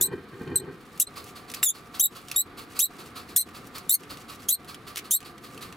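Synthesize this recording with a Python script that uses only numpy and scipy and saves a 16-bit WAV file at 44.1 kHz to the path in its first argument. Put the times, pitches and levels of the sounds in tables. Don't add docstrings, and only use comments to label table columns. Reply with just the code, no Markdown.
import sys
import numpy as np
from scipy import signal
from scipy.fft import rfft, irfft, next_fast_len
from scipy.io import wavfile
from scipy.ndimage import uniform_filter1d, minimum_filter1d, map_coordinates

SR = 44100
rng = np.random.default_rng(int(sys.argv[2]) if len(sys.argv) > 2 else 0)


def log_audio(samples):
    frames = np.atleast_2d(samples).T
    limited = np.clip(frames, -1, 1)
    pcm = np.round(limited * 32767).astype(np.int16)
    wavfile.write(sys.argv[1], SR, pcm)


def gain_from_db(level_db):
    decades = np.asarray(level_db, float) / 20
    return 10 ** decades


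N = 254016

# [t/s, f/Hz]
SQUEAK_PITCHES = [
    [(.010, 3470), (.019, 3550), (.033, 4100), (.04, 3990), (.052, 4030), (.058, 4254)],
    [(.557, 4040), (.57, 4148)],
    [(.596, 4090), (.601, 4195)],
    [(.998, 2650), (1.015, 3350), (1.021, 3920), (1.026, 3880)],
    [(1.068, 4080), (1.074, 4115)],
    [(1.628, 3800), (1.646, 3680), (1.662, 3740), (1.669, 3440), (1.685, 3440), (1.695, 3244),
     (1.704, 3715)],
    [(1.995, 2980), (2.004, 3140), (2.013, 3710), (2.036, 3920), (2.047, 3650), (2.06, 4000)],
    [(2.360, 3590), (2.374, 3820), (2.408, 3890), (2.415, 4200)],
    [(2.790, 2253), (2.813, 3685), (2.832, 3870), (2.845, 3850), (2.853, 4200)],
    [(3.361, 3460), (3.367, 3460), (3.378, 4140), (3.399, 3997), (3.413, 4260)],
    [(3.893, 3610), (3.908, 3770), (3.923, 4210), (3.943, 4265), (3.95, 4415)],
    [(4.485, 3275), (4.495, 3250), (4.512, 3940), (4.527, 3994), (4.543, 4380)],
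    [(5.108, 3090), (5.117, 3200), (5.124, 3620), (5.154, 3870), (5.165, 4360)],
]
# [level/dB, change over its length/dB, rough start t/s, settled chaos level/dB, release t/s]
SQUEAK_EFFORT = [(-16.5, -3, .022, -15, 0.018), (-17.5, -5.5, -0.0017, -31, .024),
                 (-30, -2, -0.018, -21, 0.0078), (-16, -4.5, .03, -1, .009), (-37, 0, -0.021, -28, 0.0044),
                 (-16.5, -7, 0.03, -40, 0.014), (-18.5, 2, .014, -34, 0.014),
                 (-20.5, -4, -.006, -34, 0.014), (-18, -2.5, 0.034, -30, 0.018),
                 (-18.5, 0, .016, -13, .018), (-20, 3.8, -.01, -5.5, .013), (-19, -1.5, 0.031, -16, 0.017),
                 (-17, -4, 0.032, -13, 0.017)]
# [brightness/dB per overtone, second overtone/dB, half-pitch level at start/dB, at end/dB]
SQUEAK_COLOUR = [(0.5, 5.5, -11, -24), (0, 9.5, -7.5, -46), (-3, 6, -29, -30), (.2, 3.5, -8, -10),
                 (-9.5, 8, -30, -30), (0.5, 4.5, -3, -63), (.4, 1.5, -18, -52), (-0.5, 1.5, -11, -39),
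                 (-1, 0.5, -23, -48), (0, 1, -4, -19), (1, -2.5, -11, -8), (-0.5, -0.5, -14, -36),
                 (0, 1.5, -19, -30)]
# [f/Hz, level/dB]
THROAT = [(1500, -20.5), (3000, -12.5), (4000, -5), (4900, -14), (5600, -3), (7500, -2), (9500, -1),
          (12000, 0.5), (14500, -4.5), (16000, -14.5)]
# [t/s, peak level/dB]
SNIFFS = [(0.125, -46), (0.285, -48), (0.8046, -46), (0.9546, -41.5), (1.1648, -28), (1.3608, -32.5),
          (1.4846, -37), (1.5595, -31.5), (1.745, -33), (1.946, -28), (2.157, -31.5), (2.3426, -32),
          (2.579, -29), (2.7588, -28), (2.9892, -32), (3.1614, -27.5), (3.2908, -34), (3.5504, -32.5),
          (3.752, -28.5), (4.1025, -28), (4.2896, -29.5), (4.3966, -39), (4.6829, -29.5), (4.8748, -30),
          (5.0463, -35), (5.2542, -32), (5.441, -33.5), (5.6173, -28.5)]
# [f/Hz, level/dB per Hz]
NOSE = [(530, -10), (900, -10), (1170, 1.5), (1790, -12), (2330, -6.5), (3550, -8), (4410, -2),
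        (5750, -14.5), (12100, -14.5), (16000, -17.5)]
# [t/s, peak level/dB, tilt/dB per octave]
CLAW_HITS = [(0.4165, -46, 9), (0.4753, -38, -5), (0.9757, -34, 5), (1.24, -35.5, 7), (1.498, -28.5, 1.5),
             (1.515, -30.5, 4.5), (1.5382, -23, 2), (1.5445, -21, 3.5), (1.629, -14, -1.5),
             (2.2833, -28, 2.5), (2.2983, -35, 1.5), (2.3138, -17, 2.1), (3.4877, -39, 1.1),
             (3.67, -35, 11), (3.7823, -27, 5), (4.0345, -36, -0.6), (4.1708, -35.5, 1.1),
             (4.211, -39.5, -3), (4.6453, -39.5, 4), (4.7436, -30.5, 0.7), (4.9524, -38, .1),
             (4.9584, -25, 2), (4.970, -19.5, 2), (4.9776, -18.5, 3), (4.9874, -22.5, 2), (5.204, -32, 2),
             (5.2274, -38.5, -1), (5.3791, -38, -0.6), (5.576, -32, .1), (5.7239, -33.5, -0.6)]
# [f/Hz, level/dB per Hz]
WIRE = [(410, -48.5), (700, -15), (1140, -9), (1640, -7), (2880, 0), (3240, -4.5), (4610, -6), (11100, -13),
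        (16000, -18)]
# [t/s, level/dB]
WHEEL_LURCHES = [(.002, -29), (.05, -31), (.085, -30), (.118, -34), (.14, -36), (.337, -40), (.413, -36),
                 (.478, -32), (.52, -38), (.552, -31), (.6, -32), (.682, -36)]
# [f/Hz, width/Hz, level/dB]
WHEEL_MODES = [(95, 31, -5.5), (160, 106, 0.5), (259, 61, 1), (368, 106, 4), (461, 47, -6.5),
               (860, 78, -12.5), (1057, 50, -12), (1571, 46, -7), (1852, 92, -12), (2420, 40, -14),
               (3070, 35, -17.5), (4330, 40, -20)]
# [f/Hz, level/dB per Hz]
AIR = [(15, -39), (25, -2.5), (273, 3), (483, -1.5), (617, -12.5), (726, -9), (952, -10.5), (1180, -3),
       (1550, -8.5), (2150, -12), (4240, -13.5), (6380, -31), (12200, -28.5), (15200, -34.5), (16500, -40)]
# [f/Hz, likeness from -1 to 1]
AIR_ALIKE = [(60, 0.84), (150, 0.95), (380, 0.95), (950, 0.89), (2380, 0.5), (5980, 0.79), (15000, 0.83)]
# [f/Hz, left-right level/dB]
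AIR_LEAN = [(60, 2), (240, 0.5), (950, 1), (3770, -2.5), (15000, -1)]
# [f/Hz, width/Hz, level/dB]
FAN_WHINES = [
    (1179.5, 25, -59),
    (1302, 62, -64.5),
    (722, 61, -62),
]
# [f/Hz, t/s]
CAGE_RING = [(1000, 0.25), (4000, 0.067), (12000, 0.052)]
# [f/Hz, left-right level/dB]
ANIMAL_BALANCE = [(60, -1.5), (130, -11.5), (290, 15), (640, -1.5), (1410, -9), (3100, -2.5), (6820, -1),
                  (15000, 1)]
# [f/Hz, phase/rad]
ANIMAL_LEAD = [(0, 0), (1290, -0.5), (3960, 0.84), (5600, 0.12), (11100, -0.07), (11500, 0.89),
               (14200, -1.3), (16400, -0.0)]


def unit(x):
    return x / np.sqrt(np.mean(x ** 2) + 1e-20)


def along(points, hz):
    f, value = np.transpose(points)
    return np.interp(np.log(hz + 1), np.log(f + 1), value)


def wobble(rate, size=N):
    knots = rng.standard_normal(int(size * rate / SR) + 4)
    return map_coordinates(knots, [np.arange(size) * rate / SR])


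def filtered(x, response):
    m = next_fast_len(x.shape[-1] + 8192)
    spectrum = rfft(x, m) * response(np.fft.rfftfreq(m, 1 / SR))
    return irfft(spectrum, m)[..., :x.shape[-1]]


def noise(spectrum, size=N, tilt_db=0):
    def gain(hz):
        return gain_from_db(along(spectrum, hz) + tilt_db * np.log2((hz + 1) / 5000))
    return unit(filtered(rng.standard_normal(size), gain))


def add(track, s, sound):
    part = track[round(s * SR):][:len(sound)]
    part += sound[:len(part)]


def squeak_voice(hz, db, half_db, chaos, ending, bright_db, second_db):
    n = len(hz)
    uneven_hz = hz * (1 + 0.0042 * wobble(360, size=n))
    phase = 2 * np.pi * np.cumsum(uneven_hz) / SR + 0.3 * chaos * wobble(1498, size=n)
    tilt_db = bright_db + 0.26 * (db + 22.5) - 3 * ending

    def partial(k):
        colour_db = along(THROAT, k * hz) + tilt_db * (k - 2) + second_db * (k == 2)
        slow_db = 1.8 * np.minimum(wobble(231, size=n), .9)
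        fast_db = 3 * chaos * np.minimum(wobble(650, size=n), .9)
        flutter_db = min(k, 2.5) * (slow_db + fast_db)
        return gain_from_db(colour_db + flutter_db) * (k * hz < 17000) * np.sin(k * phase)

    whole = unit(sum(partial(k) for k in range(1, 7)))
    half = unit(sum(partial(k + .5) * gain_from_db(-4.5 * (k < 2)) for k in range(5)))
    turbulence = noise(THROAT, size=n, tilt_db=3.0 + bright_db)
    rasp = unit(gain_from_db(3.4 * wobble(1400, size=n)) * turbulence)
    tone = np.sqrt(1 - .75 * chaos ** 2) * whole
    return tone + gain_from_db(half_db) * half + gain_from_db(-8) * chaos ** 1.3 * rasp


def squeaks():
    attack_s, attack_db, usual_release_s, release_db, droop = 0.017, -6, .014, -21, .07
    start_chaos_db, settle_s, fray_db, catch_s = -1.5, 0.016, -5, .0016
    track = np.zeros(N)
    for rows, effort, colour in zip(SQUEAK_PITCHES, SQUEAK_EFFORT, SQUEAK_COLOUR):
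        level_db, change_db, rough_s, settled_db, release_s = effort
        bright_db, second_db, *halves_db = colour
        s, pitch = np.transpose(rows)
        n = round((s[-1] - s[0] + release_s) * SR)
        t = np.arange(n) / SR
        left = t[::-1] / release_s
        ending = np.maximum(1 - left, 0)
        hz = np.interp(s[0] + t, s, pitch) * (1 - droop * ending * release_s / usual_release_s)

        db = level_db + change_db * t / t[-1]
        db = db + attack_db * np.maximum(1 - t / attack_s, 0) + release_db * ending ** 1.38
        db = db + 0.84 * wobble(90, size=n)
        half_db = np.linspace(*halves_db, n) + 5 * np.minimum(wobble(73, size=n), 1)

        settling = np.clip((t - rough_s) / settle_s, 0, 1)
        chaos_db = start_chaos_db + (settled_db - start_chaos_db) * settling
        chaos_db = chaos_db + np.maximum(fray_db - settled_db, 0) * np.clip(2.2 - 1.75 * left, 0, 1)
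        chaos = np.minimum(gain_from_db(chaos_db), .97)

        voice = squeak_voice(hz, db, half_db, chaos, ending, bright_db, second_db)
        to_edge = np.minimum(np.arange(n), np.arange(n)[::-1])
        edge = np.minimum(to_edge / (catch_s * SR), 1) ** 2
        add(track, s[0], gain_from_db(db + 7) * edge * voice)
        lead_in = np.linspace(0, 1, round(0.011 * SR)) ** 1.2
        add(track, s[0] - .006, gain_from_db(db.max() - 19.5) * lead_in * noise(THROAT, size=len(lead_in)))
    return track


def sniffs():
    rise_s = 0.01
    track, t = np.zeros(N), np.arange(SR // 5) / SR
    for s, db in SNIFFS:
        t60_s = 0.12 + .004 * (db + 29)
        swell = np.sin(np.pi / 2 * np.minimum(t / (2 * rise_s), 1)) ** 2
        trail = gain_from_db(-60 * np.maximum(t - 2.53 * rise_s, 0) / (1.85 * t60_s))
        level = gain_from_db(db - 12 + 0.89 * wobble(127, size=len(t)))
        add(track, s - .014, level * swell * trail * noise(NOSE, size=len(t)))
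    return track


def claws():
    t60_s = 0.044
    track, t = np.zeros(N), np.arange(SR // 10) / SR
    for s, db, tilt_db in CLAW_HITS:
        decay = gain_from_db(db - 9.5 - 60 * t / t60_s + 3.3 * wobble(800, size=len(t)))
        onset = 1 - np.exp(-t / 0.00043)
        snap = 1 + 1.03 * np.exp(-t / 0.0013)
        add(track, s + .0002, decay * onset * snap * noise(WIRE, size=len(t), tilt_db=tilt_db))
    return track


def fur():
    still_db = -3 * (np.arange(N) < 0.92 * SR)
    stirring_db = 3.4 * wobble(30) + 2.2 * wobble(5.98)
    grain_db = 2.6 * wobble(300)
    return gain_from_db(-61.5 + still_db + stirring_db + grain_db) * noise(WIRE, tilt_db=2.5)


def cage(x):
    hz, t, z = signal.stft(rng.standard_normal((2, SR // 5)), SR, nperseg=128)
    decay = gain_from_db(-60 * t / along(CAGE_RING, hz)[:, None])
    tail = signal.istft(z * decay, SR, nperseg=128)[1]
    late = np.pad(x, (40, 0))[None]
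    return signal.fftconvolve(late, tail / np.linalg.norm(tail[0]), axes=1)[:, :N]


def wheel():
    swell_db_per_s, fade_db_per_s = 1000, 180
    s, db = np.transpose(WHEEL_LURCHES)[..., None]
    since = np.arange(N) / SR - s
    lurches = gain_from_db(db + np.minimum(swell_db_per_s * since, -fade_db_per_s * since))
    level = np.sqrt(np.sum(lurches ** 2, axis=0))
    bumps = rng.standard_normal((2, N)) * gain_from_db(1.8 * wobble(59.9)) * [[1], [.15]]

    def body(f):
        modes = sum(gain_from_db(g) * (1j * f * w / (c * c - f * f + 1j * f * w)) ** 2 for c, w, g in WHEEL_MODES)
        return modes * (1 - 1.2 / (1 + ((f - 600) / 60) ** 2))

    mid, side = filtered(bumps, body)
    return level * unit(np.array([mid + side, mid - side]))


def fan_whine(centre_hz, width_hz):
    def peak(f):
        return 1 / (1 + (2 * (f - centre_hz) / width_hz) ** 2)
    return unit(filtered(rng.standard_normal(N), peak))


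def air():
    def mid_side(hz):
        turn = np.arccos(np.clip(along(AIR_ALIKE, hz), -1, 1)) / 2
        level = gain_from_db(along(AIR, hz) - 5.5 * (hz > 2500) - 5.4 * (hz < 70))
        return level * [np.cos(turn), np.sin(turn)]

    def lean(hz):
        return gain_from_db(along(AIR_LEAN, hz) * [[.5], [-.5]])

    mid, side = filtered(rng.standard_normal((2, N)), mid_side)
    rush = unit(filtered(np.array([mid + side, mid - side]), lean))
    rush = rush * gain_from_db(-47.5 + .9 * wobble(5.35))
    spin_up = gain_from_db(np.interp(np.arange(N) / SR, [.7, 1.1], [-8, 0]))
    whines = sum(gain_from_db(db) * fan_whine(hz, width_hz) for hz, width_hz, db in FAN_WHINES)
    return rush + spin_up * gain_from_db([[-2.5], [2.5]]) * whines


def scene():
    near = squeaks() + sniffs() + claws() + fur()

    def ports(hz):
        balance = gain_from_db(along(ANIMAL_BALANCE, hz) + 0.95)
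        lead = np.exp(1j * along(ANIMAL_LEAD, hz))
        return (balance * lead) ** [[.5], [-.5]]

    return filtered(near, ports) + gain_from_db(-7) * cage(near) + wheel() + air()


def band_limit(x):
    return signal.sosfilt(signal.butter(12, 16800, fs=SR, output="sos"), x)


def record(dry):
    power = uniform_filter1d(np.mean(dry ** 2, 0), 400)
    level_db = 10 * np.log10(np.abs(power) + 1e-12)
    needed_db = -.47 * np.clip(level_db + 31.5, 0, 22)
    hold, delay = round(0.027 * SR), round(0.0086 * SR)
    held_db = minimum_filter1d(np.pad(needed_db, (hold // 2 + delay, 0)), hold)[:N]
    gain = gain_from_db(uniform_filter1d(held_db, round(0.012 * SR)))

    def treble_limit(hz):
        return 1 - .985 / (1 + (15850 / (hz + 1)) ** 150)

    mix = filtered(dry * gain, treble_limit)
    return band_limit(mix)


dry = scene()
out = record(dry)
log_audio(out)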